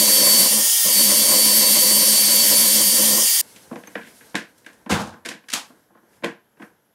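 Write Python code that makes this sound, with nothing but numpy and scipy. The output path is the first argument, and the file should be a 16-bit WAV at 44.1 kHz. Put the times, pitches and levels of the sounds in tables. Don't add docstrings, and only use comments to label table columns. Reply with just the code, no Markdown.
import sys
import numpy as np
from scipy import signal
from scipy.fft import rfft, irfft, next_fast_len
from scipy.io import wavfile
from scipy.ndimage import uniform_filter1d, map_coordinates

SR = 44100
rng = np.random.default_rng(int(sys.argv[2]) if len(sys.argv) > 2 else 0)


def boost(x):
    u = np.asarray(x, float) / 20
    return 10 ** u


def dump_mix(stems):
    frames = np.atleast_2d(stems).T
    limited = np.clip(frames, -1, 1)
    pcm = np.round(limited * 32767).astype(np.int16)
    wavfile.write(sys.argv[1], SR, pcm)


N = 306054
TIME = np.arange(N) / SR
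CUT_S = 3.4135

# f/Hz, level/dB [per Hz]
HUM_SPECTRUM = [(24, -54), (40, -3.5), (240, -1.5), (381, -4.5), (420, -3), (808, -9.5), (873, -5.5),
                (1170, -14), (1590, -8.5), (4000, -37), (5200, -51.5), (8800, -120)]
RUSTLE_SPECTRUM = [(1180, -37.5), (2000, -7.5), (2160, 1.5), (2340, -12), (2530, -5), (5550, -1.5),
                   (7190, -2.5), (11600, -1), (15800, -16)]
# t/s, level/dB
HANDS_STIR = [(3.42, -43.5), (3.6, -47.5), (3.88, -52), (4.15, -47), (4.28, -48.5), (4.44, -60),
              (4.69, -56), (4.9, -62), (5.4, -71), (5.6, -50), (5.99, -75), (6.17, -56), (6.32, -80),
              (6.56, -77), (6.63, -52.5), (6.74, -72), (6.94, -79)]
HUM_DB, HUM_FOLLOWS = -58.5, 0.35
# f/Hz, level/dB [per Hz]
MIC_SPECTRUM = [(1760, -40), (3000, -1.5), (4280, -9.5), (5930, -7), (6770, -7.5), (7460, -10), (9650, -12),
                (11400, 3), (15800, -18)]
MIC_DB = -71.5
TOP_HZ = 15880

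# f/Hz, t60/s
ROOM_DECAY = [(100, 0.28), (300, 0.22), (1000, 0.26), (4000, 0.24), (12000, 0.19)]
# f/Hz, width/Hz, level/dB
BENCH_MODES = [(213.6, 54, 1.5), (341, 35, -1.5), (469, 33, -2.5), (698, 174, -9), (1040, 100, -5)]
# f/Hz, level/dB, t60/s
STEEL_RING = [(6320, 3.5, 0.045), (10640, -14.5, 0.046), (11700, -4.5, 0.066)]
# t/s, peak level/dB, thud level/dB, treble level/dB, clack f/Hz
WOOD_KNOCKS = [
    (3.756, -28, 0, -21, 1470),
    (3.763, -38, 2, -19, 1780),
    (3.834, -29.5, -9, -24, 1710),
    (3.953, -14, -9.5, -47, 1460),
    (4.352, -6.5, -23, -18.5, 1590),
    (4.368, -41, -25, -22, 2090),
    (4.645, -42, -19, -30, 1680),
    (4.662, -24.5, -15, -22, 1560),
    (6.242, -11, -14.5, -22.5, 1570),
]
# t/s, peak level/dB, thud level/dB, treble level/dB, clack f/Hz
HEAVY_SET_DOWN = [
    (4.892, -13, -7, -16, 764),
    (4.903, -13.5, -7, -13, 1960),
    (4.911, -17, -11.5, -25, 820),
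    (4.944, -15, -13.5, -21, 770),
    (4.988, -18.5, -8, -17, 770),
    (5.061, -24.5, -12, -22, 640),
    (5.12, -34, -8, -26, 830),
    (5.539, -21, -21, -10, 760),
]
# t/s, peak level/dB, thud level/dB, treble level/dB, clack f/Hz
STEEL_CLATTER = [(3.559, -36, -14, -12, 2060), (5.249, -21, -14, -19, 1730),
                 (5.256, -19.5, -11.5, -12.5, 1670), (5.262, -37, -14, -9, 2150),
                 (5.286, -24, -7, -5, 2050), (5.311, -25, -9, -26, 1630), (5.484, -28.5, -21, -11, 1550),
                 (5.498, -32, -22, -3, 2300), (5.516, -30.5, -20, -2.5, 3270),
                 (5.527, -24, -8.5, -0.5, 3060), (5.533, -12.5, -19.5, -6, 6050)]
# t/s, peak level/dB, thud level/dB, clack f/Hz
SOFT_TOUCHES = [(3.708, -34, 5, 1040), (3.724, -35.5, 6.5, 1590), (3.87, -34, -6, 1590),
                (4.01, -30, -23, 1530), (4.028, -34, -20, 2200), (4.046, -34.5, -16, 1840),
                (4.066, -36, -14, 1840), (4.205, -34, -18, 1610), (4.342, -22.5, 3.5, 1540),
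                (4.859, -33.5, 5, 1560), (5.434, -42.5, -7.5, 1610), (5.699, -45.5, 3, 988),
                (5.946, -45, -1, 1050), (5.97, -42, -9, 985), (6.027, -59.5, 9, 991), (5.901, -57, 4, 990),
                (6.13, -50, -19, 1590), (6.22, -39, 3, 1590), (6.234, -16.5, -1.5, 1590),
                (6.57, -49, -3, 1580), (6.596, -38, 3, 1530), (6.617, -30.5, -7, 1260)]
# t/s, peak level/dB, clack f/Hz
THIN_TICKS = [
    (3.5194, -44, 5790),
    (4.2906, -45, 5040),
    (4.577, -45, 6910),
    (4.7268, -45, 5860),
    (5.019, -37, 5300),
]
KNOCK_MS, HEAVY_MS, CLATTER_MS, SOFT_MS, TICK_MS = 19.6, 173, 27.5, 38, 39
SOFT_TREBLE_DB, TICK_THUD_DB, TICK_TREBLE_DB = -32.5, -40, -16
JAW_HZ, JAW_WIDTH_HZ, JAW_DB = 1590, 220, 3.5
THUMP_S, TINK_S = 4.901, 3.872

# t/s, speed f/Hz
SHAFT_SPEED = [(0, 455.5), (.13, 453.5), (.3, 451.8), (.41, 452.3), (.51, 456.5), (.61, 461), (.7, 461.7),
               (.82, 461.3), (1, 452.8), (1.15, 455.7), (1.4, 453.7), (2.55, 453.8), (2.7, 454.5),
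               (2.85, 456.6), (3.08, 456.9), (3.19, 463), (3.27, 459.6), (3.42, 460.4)]
# multiple, level/dB pressed on, level/dB running free
SHAFT_ORDERS = [(3, -63, -52.5), (4, -48, -43), (5, -42, -49), (6, -42, -47), (7, -41, -52),
                (9, -37.5, -44), (10, -19.5, -35), (11, -37, -37), (12, -35, -58), (13, -48, -41),
                (14, -43, -37), (15, -52, -34), (16, -45, -35), (17, -33, -45), (18, -40, -34),
                (19, -28, -35), (20, -29.5, -26), (21, -36, -37), (22, -28, -34), (23, -39, -35),
                (24, -38, -36), (25, -41, -36), (26, -30.5, -36), (27, -32, -42), (28, -39, -44),
                (29, -35, -44), (30, -35.5, -35), (31, -42, -44), (32, -41, -34), (34, -49, -40)]
# multiple, level/dB pressed on, level/dB running free
GEAR_SIDEBANDS = [(10.42, -34.5, -38), (4.55, -46.5, -62), (1, -62, -57)]
# f/Hz, level/dB [per Hz]
FAN_SPECTRUM = [(60, -63.5), (250, -47.5), (420, -41), (800, -16), (1400, -25.5), (1900, -13.5),
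                (2500, -20), (3100, -4.5), (4100, -13), (5300, -2.5), (9000, -7), (11200, -6),
                (12200, -1.5), (12600, -11), (15800, -13)]
WIRE_SPECTRUM = [(700, -58.5), (1500, -20), (2100, -14), (3100, -21.5), (4200, -11), (5800, -11.5),
                 (9000, -7.5), (11300, -8), (11800, -2), (12350, -5), (12600, -13.5), (15800, -21.5)]
# f/Hz, width/Hz, level/dB
VICE_MODES = [(103, 97, -18.5), (315, 70, -6.5), (513.4, 14, 2), (589, 33, -2), (1032, 94, -8),
              (2050, 310, -16)]
# t/s, scrub level/dB through the vice
WIRE_CONTACT = [(0, -29.5), (.46, -28.5), (.49, -40), (.53, -28.5), (.65, -40), (.72, -52.5), (.83, -53.5),
                (.86, -31.5), (.94, -37.5), (.98, -30), (1.25, -29.5), (1.31, -26), (1.45, -29.5),
                (2.3, -32.5), (2.9, -32.5), (3.18, -26), (3.3, -49), (3.42, -54.5)]
WHEEL_SKIPS = [.12, .17, 1.14, 1.25, 1.335, 1.65, 1.84, 2.045, 2.18, 2.45, 2.91, 2.975]
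SKIP_DB, SKIP_S = -13, .016
GEAR, WHEEL_START = 59.02, -1.15
SWING_HZ = 2.5
FIRM_DB, HANDLE_HZ = -32, 213.5
SWAY_DB, SWAY_GROWS = -32, 2.07
HISS_DB, HISS_GROWS = -15, .05


def unit(x):
    return x / np.sqrt(np.mean(x ** 2) + 1e-20)


def along(points, hz):
    f, v = np.transpose(points)
    return np.interp(np.log(hz + 1), np.log(f + 1), v)


def curves(rows):
    s, *cols = np.transpose(rows)
    return [np.interp(TIME, s, c) for c in cols]


def wobble(rate):
    knots = rng.standard_normal(int(N * rate / SR) + 4)
    return map_coordinates(knots, [np.arange(N) * rate / SR])


def filtered(x, response):
    m = next_fast_len(len(x) + 8192)
    return irfft(rfft(x, m) * response(np.fft.rfftfreq(m, 1 / SR)), m)[:len(x)]


def resonances(modes):
    def response(f):
        total = 0
        for k, (centre, width, db) in enumerate(modes):
            damping = 1j * f * width
            total = total + (-1) ** k * boost(db) * damping / (centre * centre - f * f + damping)
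        return total
    return response


def rush(spectrum, patchy_db):
    z = signal.stft(rng.standard_normal(N), nperseg=512)[2]
    field = uniform_filter1d(rng.standard_normal(z.shape), size=6, axis=0)
    field = uniform_filter1d(field, size=10, axis=1)
    noise = signal.istft(z * boost(patchy_db * unit(field)), nperseg=512)[1][:N]
    return unit(filtered(noise, lambda hz: boost(along(spectrum, hz))))


def tail(size):
    hz, t, z = signal.stft(rng.standard_normal(size), SR, nperseg=256)
    decay = boost(-60 * t / along(ROOM_DECAY, hz)[:, None])
    x = signal.istft(z * decay, SR, nperseg=256)[1][:size]
    return x / np.linalg.norm(x)


def workshop():
    rustle_db, = curves(HANDS_STIR)
    hum_db = HUM_DB + HUM_FOLLOWS * (rustle_db + 58)
    hum = boost(hum_db + 1.5 * wobble(18)) * rush(HUM_SPECTRUM, patchy_db=-0.5)
    rustle = boost(rustle_db - 6.0 + 1.2 * wobble(30)) * rush(RUSTLE_SPECTRUM, patchy_db=1.2)
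    mic_hiss = boost(MIC_DB) * rush(MIC_SPECTRUM, patchy_db=1.2)
    return (hum + rustle + mic_hiss) * (TIME > CUT_S)


def contacts():
    soft = [(s, db, thud_db, SOFT_TREBLE_DB, hz) for s, db, thud_db, hz in SOFT_TOUCHES]
    ticks = [(s, db, TICK_THUD_DB, TICK_TREBLE_DB, hz) for s, db, hz in THIN_TICKS]
    kinds = [(WOOD_KNOCKS, KNOCK_MS), (soft, SOFT_MS), (HEAVY_SET_DOWN, HEAVY_MS),
             (STEEL_CLATTER, CLATTER_MS), (ticks, TICK_MS)]
    return [(*row, ms) for rows, ms in kinds for row in rows]


def bright_edge(f):
    highpass = (1j * f / 1900) ** 2 / (1 + 1j * f / 1900) ** 2
    return highpass / (1 + 1j * f / 6000) ** 2 / (1 + (f / 12800) ** 12)


def wooden_thud(f):
    highpass = (1j * f / 130) ** 2 / (1 + 1j * f / 130) ** 2
    return resonances(BENCH_MODES)(f) * highpass / (1 + 1j * f / 1300) ** 3


def clack_of(hz):
    body = resonances([(hz, .6 * hz, 0), (1.7 * hz, 1.6 * hz, -3)])
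    jaw = resonances([(JAW_HZ, JAW_WIDTH_HZ, JAW_DB)])
    return lambda f: body(f) ** 2 * (1 + jaw(f))


def bench_shake(t):
    modes = [(93.5, 19, 5), (121, 22, -0.5), (172, 71, -0.5)]
    shake = filtered(rng.standard_normal(len(t)) * boost(-60 * t / 0.43), resonances(modes))
    return boost(-11.0) * shake / np.abs(shake).max()


def steel_tink(t):
    ring = sum(boost(level - 60 * t / t60) * np.sin(2 * np.pi * hz * t) for hz, level, t60 in STEEL_RING)
    return boost(-38) * ring * (1 - np.exp(-t / 0.0011))


def knocks():
    out, size = np.zeros(N + SR), SR // 2
    t = np.arange(size) / SR
    for s, db, thud_db, treble_db, hz, ms in contacts():
        length = max(ms, 3) / 1000
        attack = (1 - np.exp(-t / min(.1 * length, .005))) ** 2
        burst = rng.standard_normal((3, size)) * boost(-60 * t / length) * attack
        burst *= boost(3.6 * np.repeat(rng.standard_normal(size // 90 + 1), 90)[:size])
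        colours = [wooden_thud, clack_of(hz), bright_edge]
        shares_db = [thud_db + 2.5, -4, treble_db + 9.5]
        for noise, colour, share_db in zip(burst, colours, shares_db):
            direct = filtered(noise, colour)
            build_up = 1 - np.exp(-t / (0.0013 + 0.25 * length))
            walls = filtered(tail(size) * build_up, colour)
            both = direct + boost(-2) * walls * np.linalg.norm(direct) / np.linalg.norm(walls)
            out[round(s * SR):][:size] += boost(db + share_db) * both / np.abs(direct).max()
    out[round(THUMP_S * SR):][:size] += bench_shake(t)
    out[round(TINK_S * SR):][:size] += steel_tink(t)
    return out[:N]


def gear_whine(load, wheel, shaft):
    whine = np.zeros(N)
    for k, pressed_db, free_db in SHAFT_ORDERS + GEAR_SIDEBANDS:
        db = free_db + load * (pressed_db - free_db)
        bite_swing_db = 6 * load * np.cos(wheel + (1.3 if k == 22 else .3)) * (21 < k < 29)
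        bite_swing_db += 6 * load * np.cos(wheel - 2.1) * (k == 9)
        flutter_db = (3.6 - 3.2 * load if k == 10 else 1.8) * wobble(15) + .12 * k * wobble(70)
        phase = k * shaft + .0011 * k * k * wobble(110)
        whine += boost(db + bite_swing_db + flutter_db + 4 + .03 * k) * np.sin(phase)
    return whine


def fan_and_wire_hiss(scrub_db, load, bite_db, shaft):
    hiss_db = HISS_DB + HISS_GROWS * (scrub_db - FIRM_DB) + 0.32 * wobble(8.2)
    fan = rush(FAN_SPECTRUM, patchy_db=1.5) * boost(.3 * np.cos(shaft))
    wires = boost(0.5 * bite_db + 1.1 * wobble(40)) * load * rush(WIRE_SPECTRUM, patchy_db=2.0)
    return boost(hiss_db - 3.0) * (fan + wires)


def wire_scrub(scrub_db, bite_db, wheel):
    scrub_db = scrub_db + .7 * np.cos(wheel + 2.9) + 0.92 * wobble(10) + 2.1 * wobble(45)
    unrest_db = 0.72 * wobble(150) + 0.25 * wobble(24.93) + 1.0 * bite_db
    rubbing = unit(rng.standard_normal(N) * boost(unrest_db))
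    return filtered(boost(scrub_db) * rubbing, resonances(VICE_MODES)) * boost(22.0)


def handle_sway(scrub_db, wheel):
    sway_db = SWAY_DB + SWAY_GROWS * np.minimum(scrub_db - FIRM_DB, 0)
    sway_db += 1.3 * np.cos(wheel - .8) + 1.5 * wobble(12)
    sway_db += SKIP_DB * np.exp(-((TIME - np.c_[WHEEL_SKIPS]) / SKIP_S) ** 2).sum(axis=0)
    tufts_db = 2.6 * np.cos(8 * wheel) + 1.5 * wobble(22)
    phase = 2 * np.pi * HANDLE_HZ * TIME + 1.2 * wobble(26)
    return boost(sway_db + 2.5 + tufts_db) * np.sin(phase)


def drill():
    (speed,), (scrub_db,) = curves(SHAFT_SPEED), curves(WIRE_CONTACT)
    load = np.clip((461.5 - speed) / 10.6, 0, 1)
    side_on = np.clip(.45 + TIME / 2, 0, 1)
    swing = SWING_HZ * np.minimum(load, .8) * side_on
    wheel = 2 * np.pi * np.cumsum(speed) / SR / GEAR + WHEEL_START
    swung_speed = speed + swing * (np.cos(wheel) + 0.29 * np.sin(2 * wheel))
    shaft = 2 * np.pi * np.cumsum(swung_speed) / SR
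    bite_db = load * np.cos(wheel - 1.8)
    sound = gear_whine(load, wheel, shaft)
    sound += fan_and_wire_hiss(scrub_db, load, bite_db, shaft)
    sound += wire_scrub(scrub_db, bite_db, wheel)
    sound += handle_sway(scrub_db, wheel)
    return sound * np.clip((CUT_S - TIME) / 0.0005, 0, 1)


def scene():
    return np.tile(workshop() + knocks() + drill(), (2, 1))


def roll_off(x):
    return signal.sosfilt(signal.butter(12, 17090, fs=SR, output="sos"), x)


def record(dry):
    mono = filtered(dry[0], lambda f: (1j * f / 62) ** 3 / (1 + 1j * f / 62) ** 3)
    mono = mono / (1 + np.abs(mono / .85) ** 4) ** (1 / 4)
    mono = filtered(mono, lambda f: np.sin(np.pi / 2 * np.clip((TOP_HZ - f) / 160, 0, 1)) ** 2)
    return roll_off(np.array([mono, mono]))


dry = scene()
out = record(dry)
dump_mix(out)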